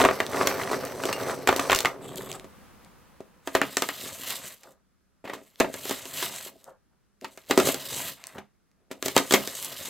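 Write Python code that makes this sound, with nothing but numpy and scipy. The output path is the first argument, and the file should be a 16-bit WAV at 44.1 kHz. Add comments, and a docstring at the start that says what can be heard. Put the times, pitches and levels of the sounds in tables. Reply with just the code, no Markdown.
"""A small kitchen, heard close and in stereo: biscuits slide from a glass dish into a plastic bag on a
wooden table, and a hand straightens the bag. Then the end of a rolling pin presses down four times:
biscuits snap, the pin knocks the table through them and the crumbs grind as it twists.
Blows are pulses scattered in the heap, rubbing is showers of tiny slips, and the dish and the table bounce
are decaying sines; table modes, sparse reflections and coloured room noise surround them."""
import sys
import numpy as np
from scipy import signal
from scipy.fft import rfft, irfft, next_fast_len
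from scipy.io import wavfile

SR = 44100
rng = np.random.default_rng(int(sys.argv[2]) if len(sys.argv) > 2 else 0)


def master_out(mix):
    """Clip the mix to full scale and print it as 16-bit PCM to the path in sys.argv[1]."""
    frames = np.transpose(np.atleast_2d(mix))
    ceiling = np.clip(frames, -1, 1)
    pcm = np.round(ceiling * 32767).astype(np.int16)
    wavfile.write(sys.argv[1], SR, pcm)


N = 436149
STEP_S = .001  # spacing of the level curves

# presses of the pin: touch t/s, grind start t/s, ease-off t/s, end of resting t/s, resting level/dB,
# grinding level/dB; the last press grinds on to the end
PRESSES = [(3.465, 3.67, 4.54, 4.72, -62.5, -45), (5.247, 5.739, 6.484, 6.7, -66, -42.5),
           (7.216, 7.584, 8.12, 8.37, -61.5, -40.5), (8.907, 9.07, 14.6, 9.04, -74, -46)]
# the biscuit strains and crackles just before it gives way: t/s, level/dB
STRAINS = [(3.475, -45.5), (3.549, -38.5), (5.599, -45.5), (7.51, -33), (9.166, -31)]
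# the wrist twists and bears down harder: middle t/s, time to fall 20 dB/s, level/dB
TWISTS = [(4.058, 0.11, -37), (4.302, 0.15, -36), (4.465, 0.047, -40.5), (5.909, 0.067, -34),
          (6.219, 0.12, -32), (6.361, 0.092, -40.5), (7.682, 0.067, -26.5), (7.919, 0.044, -40),
          (8.008, 0.14, -35.5), (9.062, 0.021, -31.5), (9.406, 0.23, -40), (9.63, 0.29, -39.5),
          (9.89, 0.17, -37.5)]
BITE_S, EASE_S = 0.068, 0.027  # the grinding builds up and dies away by 20 dB


def force():
    """How hard the pin works as it rests, strains a biscuit, bears down, twists and eases off: (times, dB)."""
    t = np.arange(PRESSES[0][0] - .1, N / SR, STEP_S)
    resting = [held(t, touch, rest_end, db, attack_s=.01, release_s=0.027)
               for touch, _, _, rest_end, db, _ in PRESSES]
    straining = [held(t, s, s, db, attack_s=.025, release_s=.02) for s, db in STRAINS]
    grinding = [held(t, bite, ease, db, BITE_S, EASE_S) for _, bite, ease, _, _, db in PRESSES]
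    return t, together(resting + straining + grinding + [swells(t, TWISTS)])


# biscuits breaking under the pin: t/s, clack level/dB, table thud level/dB, snap level/dB,
# snap decay constant/s, ring f/Hz
BREAKS = [(3.473, -21, -30.5, -33, 0.0024, 950), (3.55, -6.5, -18.5, -22.5, 0.0033, 1200),
          (3.615, -8.5, -24, -27.5, 0.0014, 1840), (3.769, -14, -27, -18, 0.0018, 1830),
          (3.821, -15, -28, -21, 0.002, 1300), (3.888, -17.5, -34, -28.5, 0.00091, 1910),
          (4.304, -22.5, -55, -29, 0.002, 2070), (5.6, -17.5, -22.5, -22, 0.0028, 2635),
          (5.604, -6.5, -14, -27, 0.002, 924), (5.644, -18.5, -33, -56, 0.002, 885),
          (5.74, -28.5, -37.5, -33, 0.0024, 1700), (5.853, -29.5, -37.5, -36, 0.002, 802),
          (5.894, -25.5, -34.5, -29, 0.0023, 820), (5.909, -20.5, -28, -28.5, 0.003, 970),
          (6.054, -36, -44, -37.5, 0.002, 950), (6.225, -19.5, -36, -31.5, 0.0022, 997),
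          (7.509, -8, -18.5, -19, 0.002, 797), (7.575, -10.5, -11, -18.5, 0.0048, 1290),
          (7.588, -16.5, -26.5, -25, 0.0031, 810), (7.599, -12, -32, -23, 0.0037, 1385),
          (7.671, -19.5, -24, -24.5, 0.002, 1240), (7.687, -16, -23, -27.5, 0.002, 824),
          (7.743, -23.5, -33.5, -26.5, 0.0024, 800), (9.025, -24, -34, -27.5, 0.0018, 1670),
          (9.059, -24, -28, -25, 0.002, 1230), (9.081, -22, -33, -26, 0.0025, 2210),
          (9.164, -6.5, -13, -14.5, 0.0021, 926), (9.177, -10, -30, -16.5, 0.0026, 1235),
          (9.308, -16, -25.5, -22, 0.0052, 1640), (9.322, -15, -22, -16.5, 0.0042, 1220),
          (9.337, -5, -14.5, -12, 0.0016, 2160), (9.342, -9, -21, -18.5, 0.0024, 1148),
          (9.474, -27.5, -35, -29.5, 0.0017, 2260)]
# light knocks as the hand or the pin meets or leaves the bag: columns as BREAKS
NUDGES = [(2.443, -42, -40, -52, 0.006, 1130), (3.204, -44.5, -34.5, -53.5, 0.0074, 930),
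          (4.633, -44, -61, -47, 0.0055, 1076), (5.241, -40.5, -39, -60, 0.0065, 869),
          (5.252, -34, -39, -51.5, 0.006, 2506), (5.275, -30.5, -48, -54, 0.006, 2010),
          (5.296, -26, -39, -47, 0.006, 1910), (5.333, -27, -37, -38, 0.018, 1030),
          (6.462, -53, -41, -66, 0.006, 988), (7.244, -24.5, -47.5, -39, 0.0051, 923),
          (7.374, -36.5, -46.5, -43, 0.0038, 2670), (8.381, -32, -41, -45.5, 0.0075, 1600),
          (8.912, -30.5, -32.5, -36, 0.0078, 906)]
# low scrapes as the pin or the moving hand shifts the biscuits:
# start t/s, end t/s, table rumble level/dB, rubbing level/dB
SCRAPES = [(5.248, 5.345, -46, -50), (6.499, 6.538, -60.5, -70), (7.222, 7.244, -51, -56.5),
           (7.499, 7.505, -37, -43.5), (8.17, 8.38, -74, -57), (8.77, 8.85, -79, -88.5),
           (8.907, 8.932, -54, -58)]
# colour of pieces grinding on the table: f/Hz, level/dB
RUMBLE = [(20, -28), (70, -5), (140, -2), (270, -0.5), (390, -7), (560, 4.5), (850, -6), (1400, -21.5),
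          (4000, -63)]
# colour of pieces rubbing on each other: f/Hz, level/dB
RUB = [(150, -40), (420, -8), (700, 1.5), (1000, 5), (1400, 2.5), (1900, 4), (2700, -0.5), (3800, -5),
       (8000, -26.5), (16000, -52)]
# colour of crumbs grinding: f/Hz, level/dB
CRUMB_GRIT = [(300, -19), (1600, -15), (3000, -0.5), (3800, 2.5), (5200, -3.5), (6400, -2.5), (7600, 4),
              (9000, -3.5), (10400, -4), (12200, 0.5), (14000, -3), (16000, -14)]
FINER_DB_PER_S = 6.5  # the table rumbles less as a press grinds the pieces finer


def crushing():
    """The pin settles, breaks through the biscuits and grinds the pieces into crumbs."""
    t, work = force()
    rumble, rub, grit = settling(t, BREAKS, delay_s=0.0098, rumble_s=.07, rub_s=0.069, grit_s=0.067)
    scrape_rumble = together(held(t, start, end, db, attack_s=.004, release_s=0.096)
                             for start, end, db, _ in SCRAPES)
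    scrape_rub = together(held(t, start, end, db, attack_s=.004, release_s=0.096)
                          for start, end, _, db in SCRAPES)
    ground_s = sum((t - bite) * ((t > bite) & (t < ease)) for _, bite, ease, _, _, _ in PRESSES)
    grinding_rumble = friction(t, work - 14 - FINER_DB_PER_S * ground_s, RUMBLE, per_s=600, spread_db=4.0,
                               clump_db=2.5, t60=0.012, colour_db=5, side_db=-14.5, count=2)
    loose_rumble = friction(t, together([rumble - 16, scrape_rumble]), THUD, per_s=590, spread_db=3.5,
                            clump_db=3, t60=0.012, colour_db=3.5, side_db=-13, count=2)
    rubbing = friction(t, together([work - 9, rub - 25, scrape_rub]), RUB, per_s=1700, spread_db=3.5,
                       clump_db=2, t60=0.031, colour_db=5, side_db=-24.5, count=6)
    gritting = friction(t, together([work - 1, grit - 18, scrape_rub - 11]), CRUMB_GRIT, per_s=2800,
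                        spread_db=1.0, clump_db=3.0, t60=0.0069, colour_db=4.5, side_db=-21.5)
    breaks = strikes(BREAKS, thud_db=20, clack_db=14.5, snap_db=23.0, clack_t60=0.062, heap_db=7,
                     crumble_db=-1.5, clack_hz=1450, drop_s=0.0011, thud_t60=.028,
                     ring_db=8.5, ring_t60=0.047)
    nudges = strikes(NUDGES, thud_db=17.5, clack_db=16, snap_db=21.5, clack_t60=0.06, heap_db=17,
                     crumble_db=9.5, clack_hz=1446, drop_s=.0005, thud_t60=0.035,
                     ring_db=9.5, ring_t60=0.027)
    return grinding_rumble + loose_rumble + rubbing + gritting + breaks + nudges


# the dish is held tipped and biscuits creep over it: start t/s, end t/s, level/dB
TIPPED = (0, 1.88, -48)
# batches of biscuits sliding out: middle t/s, time to fall 20 dB/s, level/dB
SLIDES = [(0.0, .04, -17), (0.115, 0.21, -36.5), (0.354, .07, -33), (0.444, 0.17, -28),
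          (0.593, 0.18, -32.5), (0.727, 0.054, -29), (0.835, 0.16, -38.5), (1.082, 0.17, -36),
          (1.22, 0.084, -33), (1.3, 0.073, -31.5), (1.65, 0.21, -33.5)]


def flow():
    """How fast the biscuits slide out of the dish: (times, dB)."""
    t = np.arange(0, TIPPED[1] + 0.22, STEP_S)
    return t, together([held(t, *TIPPED, attack_s=.05, release_s=0.067), swells(t, SLIDES)])


# biscuits landing on the heap: columns as BREAKS
FALLS = [(0.007, -15, -21, -27.5, 0.003, 1120), (0.039, -10, -21, -27.5, 0.003, 1590),
         (0.049, -2.5, -18.5, -22.5, 0.003, 1145), (0.057, -10, -20.5, -37.5, 0.003, 1250),
         (0.087, -9.5, -29.5, -37, 0.003, 1200), (0.11, -16.5, -24, -41, 0.003, 1910),
         (0.202, -11, -24, -26.5, 0.003, 1980), (0.411, -13.5, -22.5, -39.5, 0.003, 1220),
         (0.471, -11.5, -28.5, -14.5, 0.003, 1160), (0.731, -17.5, -29, -37, 0.003, 1140),
         (1.036, -19.5, -32.5, -31, 0.003, 1500), (1.053, -28, -24.5, -25, 0.003, 1070),
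         (1.091, -20, -31, -42, 0.003, 931), (1.127, -20, -45.5, -25, 0.003, 2760),
         (1.473, -8.5, -26, -18.5, 0.003, 2020), (1.485, -16, -29.5, -30, 0.0034, 1490),
         (1.489, -4, -19, -22.5, 0.003, 830), (1.526, -14.5, -24, -32, 0.003, 1200),
         (1.561, -23, -27, -22.5, 0.003, 1230), (1.594, -13.5, -25, -23, 0.003, 1200),
         (1.697, -7.5, -31.5, -29.5, 0.003, 1050), (1.707, -14, -30, -24, 0.003, 1170),
         (1.717, -8, -25.5, -20, 0.003, 1070), (1.728, -5.5, -30, -21.5, 0.003, 1075),
         (1.747, -18.5, -39, -17, 0.003, 2890), (1.759, -24.5, -41.5, -19, 0.003, 2760),
         (1.788, -28, -40, -18, 0.003, 1010), (1.804, -26.5, -37.5, -20.5, 0.003, 813),
         (1.848, -11, -35, -27.5, 0.003, 776), (1.856, -9.5, -37, -24.5, 0.003, 2100)]
# hollow colour of sliding biscuits: f/Hz, level/dB
HOLLOW = [(20, -24), (90, -12), (145, 6), (210, -2), (390, -1), (560, 2.5), (850, -4), (1400, -19),
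          (4000, -58.5)]
# colour of whole biscuits rubbing: f/Hz, level/dB
SLIDE_RUB = [(150, -28), (420, -11), (700, 4), (1200, 3.5), (1550, -0.5), (2050, -3), (2500, -11),
             (3500, -16), (8000, -36), (16000, -54)]
# colour of their rough faces scraping: f/Hz, level/dB
SLIDE_GRIT = [(300, -31), (2000, 0), (3300, -6), (4350, 2.5), (5100, -1), (6000, 0.5), (6600, -8.5),
              (7400, -4.5), (10400, -10), (12500, -6), (16000, -16.5)]


def pouring():
    """Biscuits scrape over glass and each other, drop on the heap and settle."""
    t, speed = flow()
    rumble, rub, grit = settling(t, FALLS, delay_s=0.0087, rumble_s=0.045, rub_s=0.096, grit_s=0.062)
    creep = held(t, *TIPPED, attack_s=.05, release_s=.2) + 3
    hollow = friction(t, together([speed - 8, rumble - 18, creep]), HOLLOW, per_s=700, spread_db=2.5,
                      clump_db=1.5, t60=0.019, colour_db=3.0, side_db=-14.5, count=2)
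    rubbing = friction(t, together([speed - 5, rub - 27]), SLIDE_RUB, per_s=450, spread_db=1.5,
                       clump_db=1, t60=0.017, colour_db=3, side_db=-25)
    scraping = friction(t, together([0.69 * speed - 18, grit - 19]), SLIDE_GRIT, per_s=9000,
                        spread_db=3.5, clump_db=2.5, t60=0.0044, colour_db=5.0, side_db=-11.0)
    landings = strikes(FALLS, thud_db=19, clack_db=14.5, snap_db=20, clack_t60=0.039, heap_db=4.5,
                       crumble_db=6.5, clack_hz=1270, drop_s=0.00048, thud_t60=.03,
                       ring_db=9, ring_t60=.022)
    return hollow + rubbing + scraping + landings


def tumbling(count=60, spread_db=9):
    """Biscuits tap each other at random on their way down, harder the faster they slide."""
    t, speed = flow()
    when, size, pitch = rng.random((count, 3)).T
    s = TIPPED[0] + when * (TIPPED[1] - TIPPED[0])
    db = np.interp(s, t, speed) + spread_db * size ** 2
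    rows = [(at, level, level - 10.5, level - 13.5, .002, 800 * 3 ** u)
            for at, level, u in zip(s, db, pitch)]
    return strikes(rows, thud_db=13, clack_db=15.5, snap_db=19.5, clack_t60=0.02, heap_db=2,
                   crumble_db=2.5, clack_hz=1460, drop_s=.0004, thud_t60=.025,
                   ring_db=13, ring_t60=0.018)


# the hand holds the bag: start t/s, end t/s, level/dB
HOLDING = (2.04, 2.326, -49)
# tugs at the bag: middle t/s, time to fall 20 dB/s, level/dB
TUGS = [(2.055, .04, -44), (2.187, 0.082, -44.5), (2.322, 0.057, -39.5), (2.846, 0.037, -74)]


def pull():
    """How hard the hand moves the bag: (times, dB)."""
    t = np.arange(HOLDING[0] - .2, TUGS[-1][0] + .2, STEP_S)
    return t, together([held(t, *HOLDING, attack_s=0.029, release_s=0.088), swells(t, TUGS)])


# colour of the crinkling plastic film: f/Hz, level/dB
FILM = [(300, -27), (1800, -14), (3500, 7.5), (5700, -15), (7700, 3.5), (10400, -10.5), (12500, -1),
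        (16000, -17)]


def handling():
    """The hand shifts the bag: the biscuits rub inside and the film crinkles."""
    t, effort = pull()
    grip = held(t, *HOLDING, attack_s=0.18, release_s=0.16) - 1
    hollow = friction(t, together([effort - 13, grip]), HOLLOW, per_s=700, spread_db=0.0,
                      clump_db=2.0, t60=0.0092, colour_db=3.0, side_db=-15, count=2)
    rubbing = friction(t, 0.72 * effort - 12.5, SLIDE_RUB, per_s=2400, spread_db=2.5,
                       clump_db=9.5, t60=0.02, colour_db=5, side_db=-30.0)
    crinkle = friction(t, effort - 1.5, FILM, per_s=1200, spread_db=2.5,
                       clump_db=5.0, t60=0.006, colour_db=5, side_db=-11)
    return hollow + rubbing + crinkle


# the bag springing back as the pin lifts: t/s, time to fall 20 dB/s, level/dB
LIFTS = [(4.636, 0.097, -53), (6.666, 0.066, -48.5), (6.897, 0.076, -75), (8.365, 0.046, -41.5)]
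# colour of crumbs shuffling: f/Hz, level/dB
SHUFFLE = [(200, -26), (500, -19), (750, 10), (1200, 6.5), (1600, 3), (2200, -13), (4000, -25),
           (16000, -38)]


def lifting():
    """As the pin lifts, the bag springs back and the crumbs in it shuffle and slump on the table."""
    out = np.zeros((2, N))
    for s, length, db in LIFTS:
        t = np.arange(s - .06, s + length + .15, STEP_S)
        peak_s = s + length / 3
        level = held(t, peak_s, peak_s, db, attack_s=0.049, release_s=length)
        out += friction(t, level - 1.5, SHUFFLE, per_s=3000, spread_db=4.0, clump_db=3,
                        t60=0.0036, colour_db=1.5, side_db=-15.5, count=6)
        out += friction(t, level - 5, RUMBLE, per_s=1200, spread_db=4, clump_db=3,
                        t60=0.0042, colour_db=5, side_db=-18, count=1)
    return out


# dry ticks of film creases flipping and of single crumbs popping under the pin:
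# t/s, relative level/dB, f/Hz
TICKS = [(0.2638, -13, 3400), (0.85, -16, 7990), (2.1567, -19, 7530), (2.1807, -19.5, 3080),
         (2.3144, -14, 3400), (2.3264, -20, 3670), (2.3957, -24, 3600), (2.846, -35, 4900),
         (4.2854, -21, 7220), (4.355, -17.5, 4830), (5.5565, -33.5, 3630), (6.1714, -18, 2860),
         (6.2265, -11, 2890), (6.261, -14, 2760), (6.3604, -17, 6870), (6.409, -23, 2970),
         (6.4494, -27, 8120), (6.641, -29, 7900), (7.211, -30.5, 3000), (8.2382, -20, 3230),
         (8.2681, -17.5, 7800), (8.7136, -51.5, 3330), (9.625, -13.5, 7760), (9.6459, -11.5, 8150)]


def ticks(level_db=4, band_db=-7):
    """A film crease flips or a crumb pops with a dry tick, brightest around its own pitch."""
    out = np.zeros((2, N))
    for s, db, hz in TICKS:
        pulse = click([(hz / 8, -30), (hz / 2, band_db), (hz, 0), (hz * 2, band_db), (hz * 6, -24)])
        tick = convolve(scatter(t60=0.0044, scatter_db=-0.5, side_db=-17), pulse)
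        add(out, s + 0.0018, amp(db + level_db) * unit(tick))
    return out


def popping():
    """Single crumbs give way, film snaps and biscuit edges tap, at random pitches and louder in harder work."""
    out = np.zeros((2, N))
    # level curve, mean pops per second, level/dB, lowest and highest f/Hz
    sources = (force(), 44, 8, 1600, 10000), (pull(), 20, 8, 3000, 8000), (flow(), 24, 5, 1000, 3500)
    for (t, effort), per_s, level_db, low_hz, high_hz in sources:
        when, pitch, size, chance = rng.random((300, 4)).T
        duration_s = t[-1] - t[0]
        kept = chance < per_s * duration_s / len(when)
        for at, u, v, keep in zip(t[0] + when * duration_s, pitch, size, kept):
            if keep:
                hz = low_hz * (high_hz / low_hz) ** u
                colour = [(hz / 6, -26), (hz * 2, -10), (hz, 0), (hz * 2.3, -10), (hz * 5, -22)]
                db = 0.79 * np.interp(at, t, effort) + level_db + 2.9 * v ** 2
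                add(out, at, amp(db) * click(colour, size=512))
    return out


# body of a push on the table: f/Hz, level/dB
THUD = [(20, -30.5), (70, -17), (130, -13), (210, -3), (280, 1.5), (400, 0.5), (600, 0), (850, -9),
        (1400, -27.5), (4000, -52.5)]
# clack of a biscuit: f/Hz for a piece pitched at 1400 Hz, level/dB
CLACK = [(150, -32.5), (450, -13), (750, 0.5), (1200, 1.5), (2000, -0.5), (2800, -2.5), (4200, -11),
         (8000, -33.5), (16000, -61)]
# brittle snap: f/Hz, level/dB
SNAP = [(300, -34), (1800, -10.5), (3500, 2.5), (5200, -2.5), (7500, 0.5), (10300, -9.5), (12500, -7),
        (16000, -11.5)]
ONSET_S = .0008  # short delay from the listed time to the start of the blow


def strikes(rows, thud_db, clack_db, snap_db, clack_t60, heap_db, crumble_db, clack_hz, drop_s, thud_t60,
            ring_db, ring_t60):
    """A blow: a snap with tiny fractures, a clack with a short ring and, a moment later, a table push."""
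    out, t = np.zeros((2, N)), np.arange(3000) / SR
    push, snap_pulse = click(THUD), click(SNAP)
    for listed_s, clack, thud, snap, length, ring_hz in rows:
        s = listed_s + ONSET_S
        # cubed noise gives few strong fractures among many weak ones
        mid, side = rng.standard_normal((2, len(t))) ** 3 * np.exp(-t / length)
        trail = amp(crumble_db) * np.sqrt(length / 0.00065) * unit(mid)
        fractures = signal.unit_impulse(len(t)) + trail
        burst = convolve(widen(unit(fractures), unit(side), side_db=-11.5), snap_pulse)
        add(out, s, amp(snap + snap_db) * unit(burst))

        hz = clack_hz * 2 ** (0.022 * (snap - thud))  # small pieces snap more than they thud, and clack higher
        piece = click([(f * hz / 1400, db) for f, db in CLACK])
        clatter = convolve(scatter(clack_t60, heap_db, side_db=-11.5), piece)
        add(out, s, amp(clack + clack_db) * unit(clatter))

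        ring = amp(-60 * t / ring_t60) * np.sin(2 * np.pi * ring_hz * t)
        add(out, s, amp(clack + ring_db) * unit(ring))

        knock = convolve(scatter(thud_t60, scatter_db=-6.5, side_db=-14.5), push)
        add(out, s + drop_s, -amp(thud + thud_db) * unit(knock))
    return out


def friction(s, db, spectrum, per_s, spread_db, clump_db, t60, colour_db, side_db, count=8):
    """A shower of small slips of uneven size that come in clumps and follow a level curve."""
    t, out = np.arange(s[0], s[-1], 1 / SR), np.zeros((2, N))
    chance, sign, jitter = rng.random((3, N))[:, :len(t)]
    knots = rng.standard_normal(N // 50)
    clumps = np.interp(t * 110, np.arange(len(knots)), knots)  # a new clump about every 9 ms
    uneven = np.minimum(rng.exponential(1, N)[:len(t)], 5)
    size = amp(spread_db * uneven + clump_db * np.clip(clumps, -2, 2))
    slips = size * np.sign(sign - .5) * (chance < per_s / SR)
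    # the contact wanders from piece to piece, each with its own colour
    spot = np.floor(t * 25 + 3 * jitter) % count
    tones = [click([(f, level + colour_db * (rng.random() - .5) * 2) for f, level in spectrum], size=1024)
             for _ in range(count)]
    shower = 0
    for k, tone in enumerate(tones):
        response = unit(convolve(scatter(t60, 0, side_db, size=512), tone))
        shower = shower + convolve(slips * (spot == k), response)
    add(out, s[0], amp(np.interp(t, s, db)) * unit(shower[:, :len(t)]) * np.sqrt(len(t)))
    return out


def settling(t, rows, delay_s, rumble_s, rub_s, grit_s):
    """Loose pieces rattle to rest after each blow, as strong as its parts: (rumble, rubbing, grit) in dB."""
    thud, clack, snap = 2, 1, 3  # columns of the blow
    return [together(held(t, row[0] + delay_s, row[0] + delay_s, row[column], delay_s / 2, release_s)
                     for row in rows)
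            for column, release_s in ((thud, rumble_s), (clack, rub_s), (snap, grit_s))]


# biscuits clipping the rim of the dish: t/s, level/dB
CLINKS = [(0.2, -46), (.472, -51), (1.129, -36), (1.473, -47)]
# modes of the glass dish: f/Hz, level/dB, t60/s
GLASS = [(2800, 2.5, 0.17), (4400, -2.5, 0.1), (5430, -3, .1), (8120, -2.5, 0.15)]


def dish(size=14000):
    """A biscuit clips the rim and the glass rings faintly, damped by the hand: a sum of decaying sines."""
    out, t = np.zeros((2, N)), np.arange(size) / SR
    ring = sum(amp(db - 60 * t / t60) * np.sin(2 * np.pi * hz * t) for hz, db, t60 in GLASS)
    for s, db in CLINKS:
        add(out, s, amp(db) * ring)
    return out


# the table bouncing: t/s, level/dB
BUMPS = [(.05, -33), (1.75, -28.5), (3.549, -31.5), (5.605, -30.5)]


def bumps(hz=55, t60=0.049):
    """The whole table bounces under a few pushes, each a low, quickly damped sine."""
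    out, t = np.zeros((2, N)), np.arange(8000) / SR
    for s, db in BUMPS:
        add(out, s, amp(db - 60 * t / t60) * np.sin(2 * np.pi * hz * t))
    return out


# modes of the table top: f/Hz, width/Hz, level/dB
TABLE = [(85, 35, 7.5), (138.6, 11, 10.5), (205.7, 11, 9), (272.3, 18, 8), (389.4, 40.5, 12),
         (525.5, 50, 4.5), (668, 69, 5.5), (970, 40, 1), (1200, 50, 4), (1890, 130, 2)]


def table(x):
    """The table top carries the sound: its modes lift and prolong their own frequencies."""
    for hz, width, db in TABLE:
        x = x + (amp(db) - 1) * signal.lfilter(*signal.iirpeak(hz, hz / width, fs=SR), x)
    return x


# decay of the kitchen: f/Hz, t60/s
KITCHEN = [(100, 0.25), (300, 0.23), (800, 0.17), (2000, 0.16), (5000, 0.17), (13000, 0.14)]


def kitchen(x, size=18000):
    """Sparse reflections of random sign, each band dying at its own speed."""
    taps = rng.choice([-1., 1.], (2, size)) * (rng.random((2, size)) < 3000 / SR)
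    taps *= np.clip(np.arange(size) / SR / 0.0042 - 1, 0, 1)  # the nearest walls answer after a few ms
    hz, t, z = signal.stft(widen(*taps, side_db=-2.0), SR, nperseg=256)
    decay = amp(-60 * t / read(KITCHEN, hz)[:, None])
    tail = signal.istft(z * decay, SR, nperseg=256)[1]
    return convolve(x, unit(tail))


def air(spectrum, side_db):
    """Steady coloured noise; rms 1."""
    noise = widen(*rng.standard_normal((2, N)), side_db)
    return unit(convolve(noise, click(spectrum, size=8192))) * np.sqrt(N)


# colour of the steady room noise: f/Hz, level/dB
QUIET = [(12, -18.5), (20, -4.5), (22, -5), (65, 0), (127, -5.5), (204, 1), (234, -5), (574, -14),
         (976, -17.5), (1260, -13.5), (2750, -23), (11400, -30.5), (16000, -37)]
# colour of a louder hiss that fades away after the pouring: f/Hz, level/dB
HISS = [(12, -37.5), (20, -13), (43, -2), (127, -6), (198, -0.5), (434, -12), (485, -5), (624, -12.5),
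        (1030, -8.5), (5530, -26.5), (16000, -29.5)]
# fade of the hiss: t/s, level/dB
HISS_FADE = [(0, -4.5), (2.6, -1), (3.15, -6), (3.6, -12), (4.201, -52.5)]


def room_noise():
    """A quiet steady floor plus the fading hiss, both coloured noise."""
    fade_db = np.interp(np.arange(N) / SR, *np.transpose(HISS_FADE))
    return amp(-69.5) * air(QUIET, side_db=0.0) + amp(-51 + fade_db) * air(HISS, side_db=-1.5)


def amp(db):
    """Amplitude from dB."""
    return 10 ** (np.asarray(db) / 20)


def unit(x):
    """Scales a sound to a mean energy of 1 per channel."""
    return x / np.sqrt(np.sum(x ** 2) / len(np.atleast_2d(x)) + 1e-20)


def read(points, hz):
    """Reads a table on a log-frequency axis."""
    f, value = np.transpose(points)
    return np.interp(np.log(hz + 1), np.log(f + 1), value)


def add(mix, s, sound):
    """Mixes a sound in at a time."""
    part = mix[:, max(round(s * SR), 0):][:, :sound.shape[-1]]
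    part += sound[..., :part.shape[1]]


def convolve(x, response):
    """Filters channel by channel."""
    return signal.oaconvolve(np.atleast_2d(x), np.atleast_2d(response), axes=1)[:, :N]


def click(spectrum, size=2048):
    """The shortest causal pulse that has this spectrum (minimum phase)."""
    log_gain = np.log(amp(read(spectrum, abs(np.fft.fftfreq(size, 1 / SR)))))
    return unit(np.fft.ifft(np.exp(np.conj(signal.hilbert(log_gain)))).real[:size // 2])


def widen(mid, side, side_db):
    """Left and right from a common and an opposed part."""
    return np.array([mid + amp(side_db) * side, mid - amp(side_db) * side])


def scatter(t60, scatter_db, side_db, size=2048):
    """A pulse followed by its random reverberation inside the heap."""
    mid, side = rng.standard_normal((2, size)) * amp(-60 * np.arange(size) / SR / t60)
    return widen(unit(signal.unit_impulse(size) + amp(scatter_db) * unit(mid)), unit(side), side_db)


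def together(levels):
    """Adds level curves in dB by their power."""
    return 10 * np.log10(sum(amp(db) ** 2 for db in levels) + 1e-12)


def held(t, start, end, db, attack_s, release_s):
    """Attack, hold, release in dB; the two times are for a change of 20 dB."""
    return db - 20 * (np.maximum(start - t, 0) / attack_s + np.maximum(t - end, 0) / release_s)


def swells(t, rows):
    """Each movement swells and fades in one smooth arch; dB."""
    return together(db - 20 * ((t - s) / length) ** 2 for s, length, db in rows)


def scene():
    """The work on the table, its reflections and the room noise."""
    on_table = pouring() + tumbling() + handling() + crushing() + lifting() + ticks() + popping()
    near = table(on_table) + dish() + bumps()
    return near + amp(-11.0) * kitchen(near) + room_noise()


# stereo width: f/Hz, side gain level/dB
WIDTH = [(30, 5.5), (100, 3), (300, -2.5), (1000, -2.5), (3000, -8), (5600, 3), (8000, -1.5), (11000, 6),
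         (16000, 4)]


def record(dry):
    """Sets the stereo width over frequency, rounds off the loudest peaks and limits the band."""
    size = next_fast_len(N + 4096)
    hz = np.fft.rfftfreq(size, 1 / SR)
    side = irfft(rfft((dry[0] - dry[1]) / 2, size) * amp(read(WIDTH, hz)), size)[:N]
    ceiling = .8
    rounded = ceiling * np.tanh(widen(dry.mean(0), side, 0) / ceiling)
    lowpass = signal.firwin(201, 16100, window=("kaiser", 7), fs=SR)  # treble edge in Hz
    return signal.oaconvolve(rounded, lowpass[None], "same")


dry = scene()
out = record(dry)
master_out(out)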